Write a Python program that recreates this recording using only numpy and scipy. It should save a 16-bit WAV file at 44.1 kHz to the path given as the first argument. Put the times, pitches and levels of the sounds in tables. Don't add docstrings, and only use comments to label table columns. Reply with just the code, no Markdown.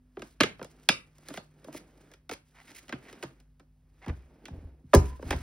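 import sys
import numpy as np
from scipy import signal
from scipy.fft import rfft, irfft, next_fast_len
from scipy.io import wavfile

SR = 44100
rng = np.random.default_rng(int(sys.argv[2]) if len(sys.argv) > 2 else 0)


def materialize(psi):
    bounded = np.clip(np.atleast_2d(psi).T, -1, 1)
    quanta = np.round(bounded * 32767).astype(np.int16)
    wavfile.write(sys.argv[1], SR, quanta)


N = 239007
TIME = np.arange(N) / SR
EDGES = 22 * 2 ** (np.arange(30) / 3)
CENTRES, WIDTHS = np.sqrt(EDGES[1:] * EDGES[:-1]), np.diff(EDGES)
BANK = [signal.butter(2, pair, "band", fs=SR, output="sos") for pair in zip(EDGES, EDGES[1:])]


def from_db(db):
    return 10 ** (np.asarray(db) / 20)


def unit(x):
    return x / np.sqrt(np.sum(x ** 2) + 1e-30)


def at_hz(points, hz):
    f, value = np.transpose(points)
    return np.interp(np.log(np.maximum(hz, 1)), np.log(f), value)


def fade(t, t60):
    return (t >= 0) * np.exp(-np.log(1000) * np.clip(t / np.maximum(t60, 1e-3), 0, 10))


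def add(track, s, sound):
    start = max(round(s * SR), 0)
    track[start:start + len(sound)] += sound[:max(N - start, 0)]


def coloured(x, spectrum):
    gain = from_db(at_hz(spectrum, np.fft.rfftfreq(N, 1 / SR)))
    return np.sqrt(N) * unit(irfft(rfft(x) * gain, N))


def drift(turns_per_s):
    knots = rng.standard_normal(N // 20)
    return np.interp(TIME * turns_per_s, np.arange(len(knots)), knots)


def background():
    # f/Hz, level/dB
    tones = [(50.5, -66.5), (151, -68), (251, -76.5)]
    # f/Hz, relative level/dB
    noise_colour = [(25, -20), (50, 7.5), (80, 3.5), (150, -5), (300, -17.5), (600, -22.5), (1500, -29.5),
                    (4000, -35.5), (16000, -38)]
    hum = sum(from_db(db + 2.7 * drift(2)) * np.sqrt(2) * np.sin(2 * np.pi * hz * TIME)
              for hz, db in tones)
    return hum + from_db(-67.5) * coloured(rng.standard_normal(N), noise_colour)


def bending_delay(hz, lag_s):
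    return lag_s * np.maximum(np.sqrt(100 / hz) - np.sqrt(100 / 4000), 0)


def blow(hit, colour, rebound, ring_share, t60, rise_s, lag_s, bass_hold):
    level_db, body_db, sharp_db, panel_hz = hit
    # f/Hz, relative level/dB
    strength = [(250, -26.5 + body_db), (870, -33.5 + body_db), (2800, -43),
                (7500, -57 + sharp_db), (15000, -57 + 1.2 * sharp_db)]
    size = 6000
    t, out = np.arange(size) / SR, np.zeros(size)
    for sos, hz, width in zip(BANK[5:], CENTRES[5:], WIDTHS[5:]):
        age = t - bending_delay(hz, lag_s)
        rise = np.clip(age / rise_s, 0, 1)
        crack = 0.95 * fade(age, t60=0.011)
        ring = ring_share * fade(age, t60 * (hz / 2000) ** -bass_hold)
        band = signal.sosfilt(sos, rng.standard_normal(size) * rise * (crack + ring))
        octaves = np.log2(hz / panel_hz)
        panel_db = 2 * np.exp(-(octaves / 0.61) ** 2) + 2.5 * min(octaves, 0)
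        band_db = level_db + panel_db + at_hz(strength, hz) + at_hz(colour, hz)
        out += unit(band) * np.sqrt(width) * from_db(band_db)
    hz = np.fft.rfftfreq(size, 1 / SR)
    echo = rebound / (1 + (hz / 7000) ** 2)
    round_trip = np.exp(-2j * np.pi * hz / panel_hz)
    return irfft(rfft(out) * np.sqrt(1 - echo ** 2) / (1 - echo * round_trip), size)


def sheet_snaps(rebound, ring_share):
    # t/s, relative level/dB, sharpness/dB, pitch of the free part/Hz
    snaps = [(0.169, -46.5, -18.5, 393), (0.194, -51, 5.5, 335), (0.2192, -37.5, 2, 316),
             (0.403, -10, -17, 601), (0.407, -8.5, -2, 309), (0.433, -14.5, -2, 417.5),
             (0.593, -49, -7.5, 630), (0.613, -44.5, -17, 506), (0.6272, -44.5, 11.5, 463),
             (0.645, -47, 12, 556), (0.888, -3.5, -0.5, 843), (1.182, -64, 20, 344), (1.285, -43, 17, 424),
             (1.302, -45.5, -8, 301), (1.339, -41.5, 10, 350), (1.3731, -32.5, 0, 718),
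             (1.6438, -51, 11.5, 540), (1.682, -66, -37, 320), (1.745, -53, -20, 310)]
    # f/Hz, gain/dB
    colour = [(70, -12), (150, 1.5), (320, 0.5), (450, 0), (600, 1), (850, -7.5), (1400, 2), (2000, 0),
              (2800, 2.5), (4000, 2), (5500, 2), (7500, 3.5), (10500, -6), (16000, -11.5)]
    out = np.zeros(N)
    for s, db, sharp_db, hz in snaps:
        body_db = -16 - 0.4681 * db - 0.34 * sharp_db
        add(out, s, blow((db, body_db, sharp_db, hz), colour, rebound, ring_share,
                         t60=0.029, rise_s=0.00062, lag_s=0.005, bass_hold=0.16))
    return from_db(25) * out


def friction(spectrum, slips_per_s, spread_db, flutter_db):
    sizes = from_db(spread_db * np.minimum(rng.exponential(1, N), 4)) * rng.standard_normal(N)
    slips = sizes * (rng.random(N) < slips_per_s / SR)
    return coloured(slips * from_db(flutter_db * drift(90)), spectrum)


def handling_and_rattle():
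    # middle t/s, length/s, relative level/dB, brightness/dB
    swells = [(0.261, 0.12, -72.5, 12), (0.728, 1, -69.5, -2), (1.313, 0.22, -61.5, 3.5),
              (1.734, 0.34, -62.5, -5), (2.054, 0.25, -66.5, -3), (2.721, 0.39, -64, 2.5),
              (3.13, 0.42, -60.5, -3), (4.133, 0.39, -68, -3.5), (4.54, 0.39, -66.5, -11),
              (5.05, 0.2, -55.5, -0.5), (5.308, 0.13, -51, -3.5), (5.41, 0.3, -58.5, 2)]
    # f/Hz, relative level/dB
    dull = [(70, -9), (150, -1.5), (300, 5.5), (600, -4.5), (900, -10.5), (1600, -38.5)]
    mid = [(400, -18), (800, 3), (1500, 6.5), (2400, 2.5), (3300, -6.5), (5500, -12), (9000, -30)]
    bright = [(1200, -12.5), (3000, 1), (5500, 0), (8000, 2), (11000, -4.5), (16000, -6.5)]
    rub = swish = crinkle = 0
    for middle, length, db, bright_db in swells:
        swell = from_db(db - 12 * np.abs(2 * (TIME - middle) / length) ** 1.5)
        rub += swell / from_db(bright_db)
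        swish += swell
        crinkle += swell * from_db(bright_db)
    rub *= friction(dull, slips_per_s=5400, spread_db=1.5, flutter_db=3.5)
    swish *= friction(mid, slips_per_s=14000, spread_db=2, flutter_db=2)
    crinkle *= friction(bright, slips_per_s=5400, spread_db=1, flutter_db=4.5)
    return from_db(3) * rub + from_db(-1) * swish + from_db(-1.5) * crinkle


def edge_scrapes(slips_per_s=1800, spread_db=3, swell_db=9):
    # start t/s, end t/s, level it swells towards/dB, brightness/(dB per octave)
    scrapes = [(1.251, 1.295, -55, 3), (1.32, 1.39, -48.5, 3), (1.72, 1.788, -45.5, 5.5),
               (2.314, 2.345, -40, 3.5), (2.543, 2.627, -53.5, -3.5), (2.668, 2.724, -50.5, 1.5),
               (2.744, 2.798, -45.5, 5.5), (3.044, 3.108, -51.5, -1.5), (4.015, 4.057, -48, -5),
               (4.07, 4.105, -43, -7), (5.301, 5.338, -34.5, -3)]
    # f/Hz, relative level/dB
    colour = [(400, -11.5), (800, 0), (1200, -4.5), (1650, -2.5), (2050, 4.5), (2550, -2), (3100, -6.5),
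              (4500, -10), (7000, -12.5), (11000, -20.5), (16000, -26.5)]
    out = np.zeros(N)
    for start, end, db, tilt_db in scrapes:
        count = int((end - start) * SR)
        sizes = from_db(spread_db * np.minimum(rng.exponential(1, count), 4))
        slips = sizes * rng.choice([-1, 1], count) * (rng.random(count) < slips_per_s / SR)
        hz = np.fft.rfftfreq(count, 1 / SR) + 1
        bright_db = tilt_db * np.log2(np.maximum(hz, 800) / 2000)
        bass_cut = hz / (hz + 200)
        shape = from_db(at_hz(colour, hz) + bright_db) * bass_cut
        rasp = np.sqrt(count) * unit(irfft(rfft(slips) * shape, count))
        swell = from_db(np.linspace(db - swell_db, db, count)) * signal.windows.tukey(count, .25)
        add(out, start, swell * rasp)
    return out


def punch_clacks(rebound, ring_share):
    # t/s, relative level/dB, body (low notes)/dB, sharpness/dB, panel pitch/Hz
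    clacks = [(2.115, -48.5, -7.5, -4, 570), (2.136, -43.5, -15.5, -7, 464), (2.2925, -27.5, -9, -9.5, 738),
              (2.312, -30.5, -6, -4, 436), (2.881, -43, -14, -6.5, 249), (2.892, -32, -10, -12, 686),
              (2.924, -24.5, -8, -19, 262), (3.1266, -42.5, -7.5, -2, 426), (3.226, -29, -7.5, -9, 492),
              (3.234, -35, -4.5, -3.5, 311), (3.4, -55.5, -12.5, 0, 249), (3.596, -52.5, -2.5, -5.5, 260.5),
              (4.061, -42.5, 2, -8.5, 866), (4.0811, -40, -3, -6.5, 350), (4.0935, -42, 3.5, -15, 243.4),
              (4.4543, -31.5, -24, -11, 294), (4.481, -48, 5.5, -3, 810), (4.9325, -18.5, 7, -20.5, 605),
              (4.9387, -19.5, 6.5, 1, 558), (4.9472, -19.5, 2.5, 8.5, 413.4),
              (5.192, -66.5, 21.5, 0.5, 524), (5.225, -46.5, 9, -3, 503), (5.3059, -20.5, -2, -5, 827),
              (5.326, -29.5, 2, -15, 850)]
    # f/Hz, gain/dB
    colour = [(70, -4), (150, -7.5), (320, 6.5), (450, -2.5), (600, 1.5), (850, -3.5), (1400, 0),
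              (2000, -0.5), (2800, -3), (4000, -1.5), (5500, 4), (7500, 10.5), (10500, -1.5), (16000, 1.5)]
    out = np.zeros(N)
    for s, *hit in clacks:
        add(out, s, blow(hit, colour, rebound, ring_share,
                         t60=0.034, rise_s=0.00088, lag_s=0.006, bass_hold=0.11))
    return from_db(26) * out


def low_thumps(swell_cycles=0.59, mat_yields_db=-24):
    # t/s, deep boom/dB, higher knock/dB
    thumps = [(2.92, -78, -43), (3.227, -76, -44.5), (4.061, -33, -34.5), (4.49, -44, -43),
              (4.536, -43, -59), (4.612, -42, -50.5), (4.828, -59, -51), (4.933, -16.5, -17),
              (5.225, -39.5, -44), (5.269, -32, -49), (5.322, -36, -35), (5.385, -32, -46)]
    # f/Hz, relative level/dB, t60/s
    notes = [(45.64, 27, 0.038), (54.4, 14.5, 0.1), (65.1, -2.5, 0.46), (80.96, 7, 0.231), (132, 3, 0.216),
             (179.2, -4, 0.17), (250.6, 3, 0.0862), (348, -8, 0.088), (405.4, -4, 0.14),
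             (500, -23.5, 0.077), (622, -8, 0.02), (756, -12, 0.011), (1002, -12, 0.059),
             (1176, -19, 0.019)]
    out, t = np.zeros(N), np.arange(SR // 2) / SR
    for s, boom_db, knock_db in thumps:
        hard_db = knock_db + 1.97 * (boom_db - mat_yields_db)
        force = [(65, boom_db), (130, knock_db), (260, knock_db), (500, hard_db)]   # f/Hz, level/dB
        for hz, db, t60 in notes:
            age = np.maximum(t - bending_delay(hz, lag_s=0.02651), 0)
            swell = 1 - np.exp(-(age * hz / swell_cycles) ** 2)
            ring = fade(age, t60) * np.sin(2 * np.pi * hz * age)
            add(out, s, from_db(db + at_hz(force, hz)) * swell * ring)
    return from_db(2) * out


def spring_ring(damped_after_s=0.21):
    # t/s, level/dB
    jolts = [(4.947, -43), (5.306, -60)]
    # f/Hz, relative level/dB, t60/s
    notes = [(980, 0.5, 1), (1023, -1, 0.67), (1018.4, -3.5, 1), (1750, -11.5, 0.78)]
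    out, t = np.zeros(N), np.arange(SR) / SR
    ring = sum(from_db(db) * fade(t, t60) * np.sin(2 * np.pi * hz * t) for hz, db, t60 in notes)
    damping = fade(np.maximum(t - damped_after_s, 0), t60=0.13)
    for s, db in jolts:
        add(out, s, from_db(db) * ring * damping)
    return out


def room(x):
    # f/Hz, t60/s
    ring_times = [(100, 0.52), (500, 0.22), (2000, 0.25), (6000, 0.17), (16000, 0.35)]
    # f/Hz, level/dB
    levels = [(70, -20), (250, -18.5), (700, -11), (2000, -14), (5000, -9.5), (10000, -14), (16000, -23.5)]
    t, response = np.arange(SR // 2) / SR, 0
    for sos, hz, width in zip(BANK, CENTRES, WIDTHS):
        decay = fade(t - .005, at_hz(ring_times, hz))
        tail = signal.sosfilt(sos, rng.standard_normal(len(t)) * decay)
        response += unit(tail) * np.sqrt(2 * width / SR) * from_db(at_hz(levels, hz))
    return signal.fftconvolve(x, response)[:N]


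def microphones(x):
    # f/Hz, phase/radians
    lead = [(0, 0), (1210, -0.5), (2500, 0.9), (2760, 0.6), (4390, 0.9), (5000, 0.2), (6980, 2.9),
            (8610, 4.2), (9730, 6.0), (10900, 6.5), (12900, 9.1), (14400, 9.9), (15800, 12.3),
            (16400, 12.1)]
    # f/Hz, level/dB
    balance = [(100, 0.24), (250, -1.237), (500, -.6), (1000, -0.77), (2200, -2), (4400, -.4),
               (15000, -3.4)]
    margin = 2000
    padded = np.pad(x, margin, "reflect", reflect_type="odd")
    size = next_fast_len(len(padded))
    hz = np.fft.rfftfreq(size, 1 / SR)
    phase = np.interp(hz, *np.transpose(lead))
    left = from_db(at_hz(balance, hz) / 2) * np.exp(.5j * phase)
    return irfft(rfft(padded, size) * np.array([left, 1 / left]), size)[:, margin:margin + N]


def scene():
    direct = sheet_snaps(rebound=.47, ring_share=1) + punch_clacks(rebound=.47, ring_share=1)
    scattered = sheet_snaps(rebound=0, ring_share=.15) + punch_clacks(rebound=0, ring_share=.15)
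    others = edge_scrapes() + handling_and_rattle() + low_thumps() + spring_ring()
    into_room = scattered + others
    side = signal.sosfilt(signal.butter(1, 500, "high", fs=SR, output="sos"), room(into_room))
    centre = direct + others + room(into_room) + background()
    return microphones(centre) + side * [[1], [-1]]


def record(dry):
    thinned = signal.sosfilt(signal.butter(2, 30, "high", fs=SR, output="sos"), dry)
    rounded = 1.303 * np.tanh(thinned / 1.4)
    return signal.sosfilt(signal.ellip(10, .1, 80, 15700, fs=SR, output="sos"), rounded)


dry = scene()
out = record(dry)
materialize(out)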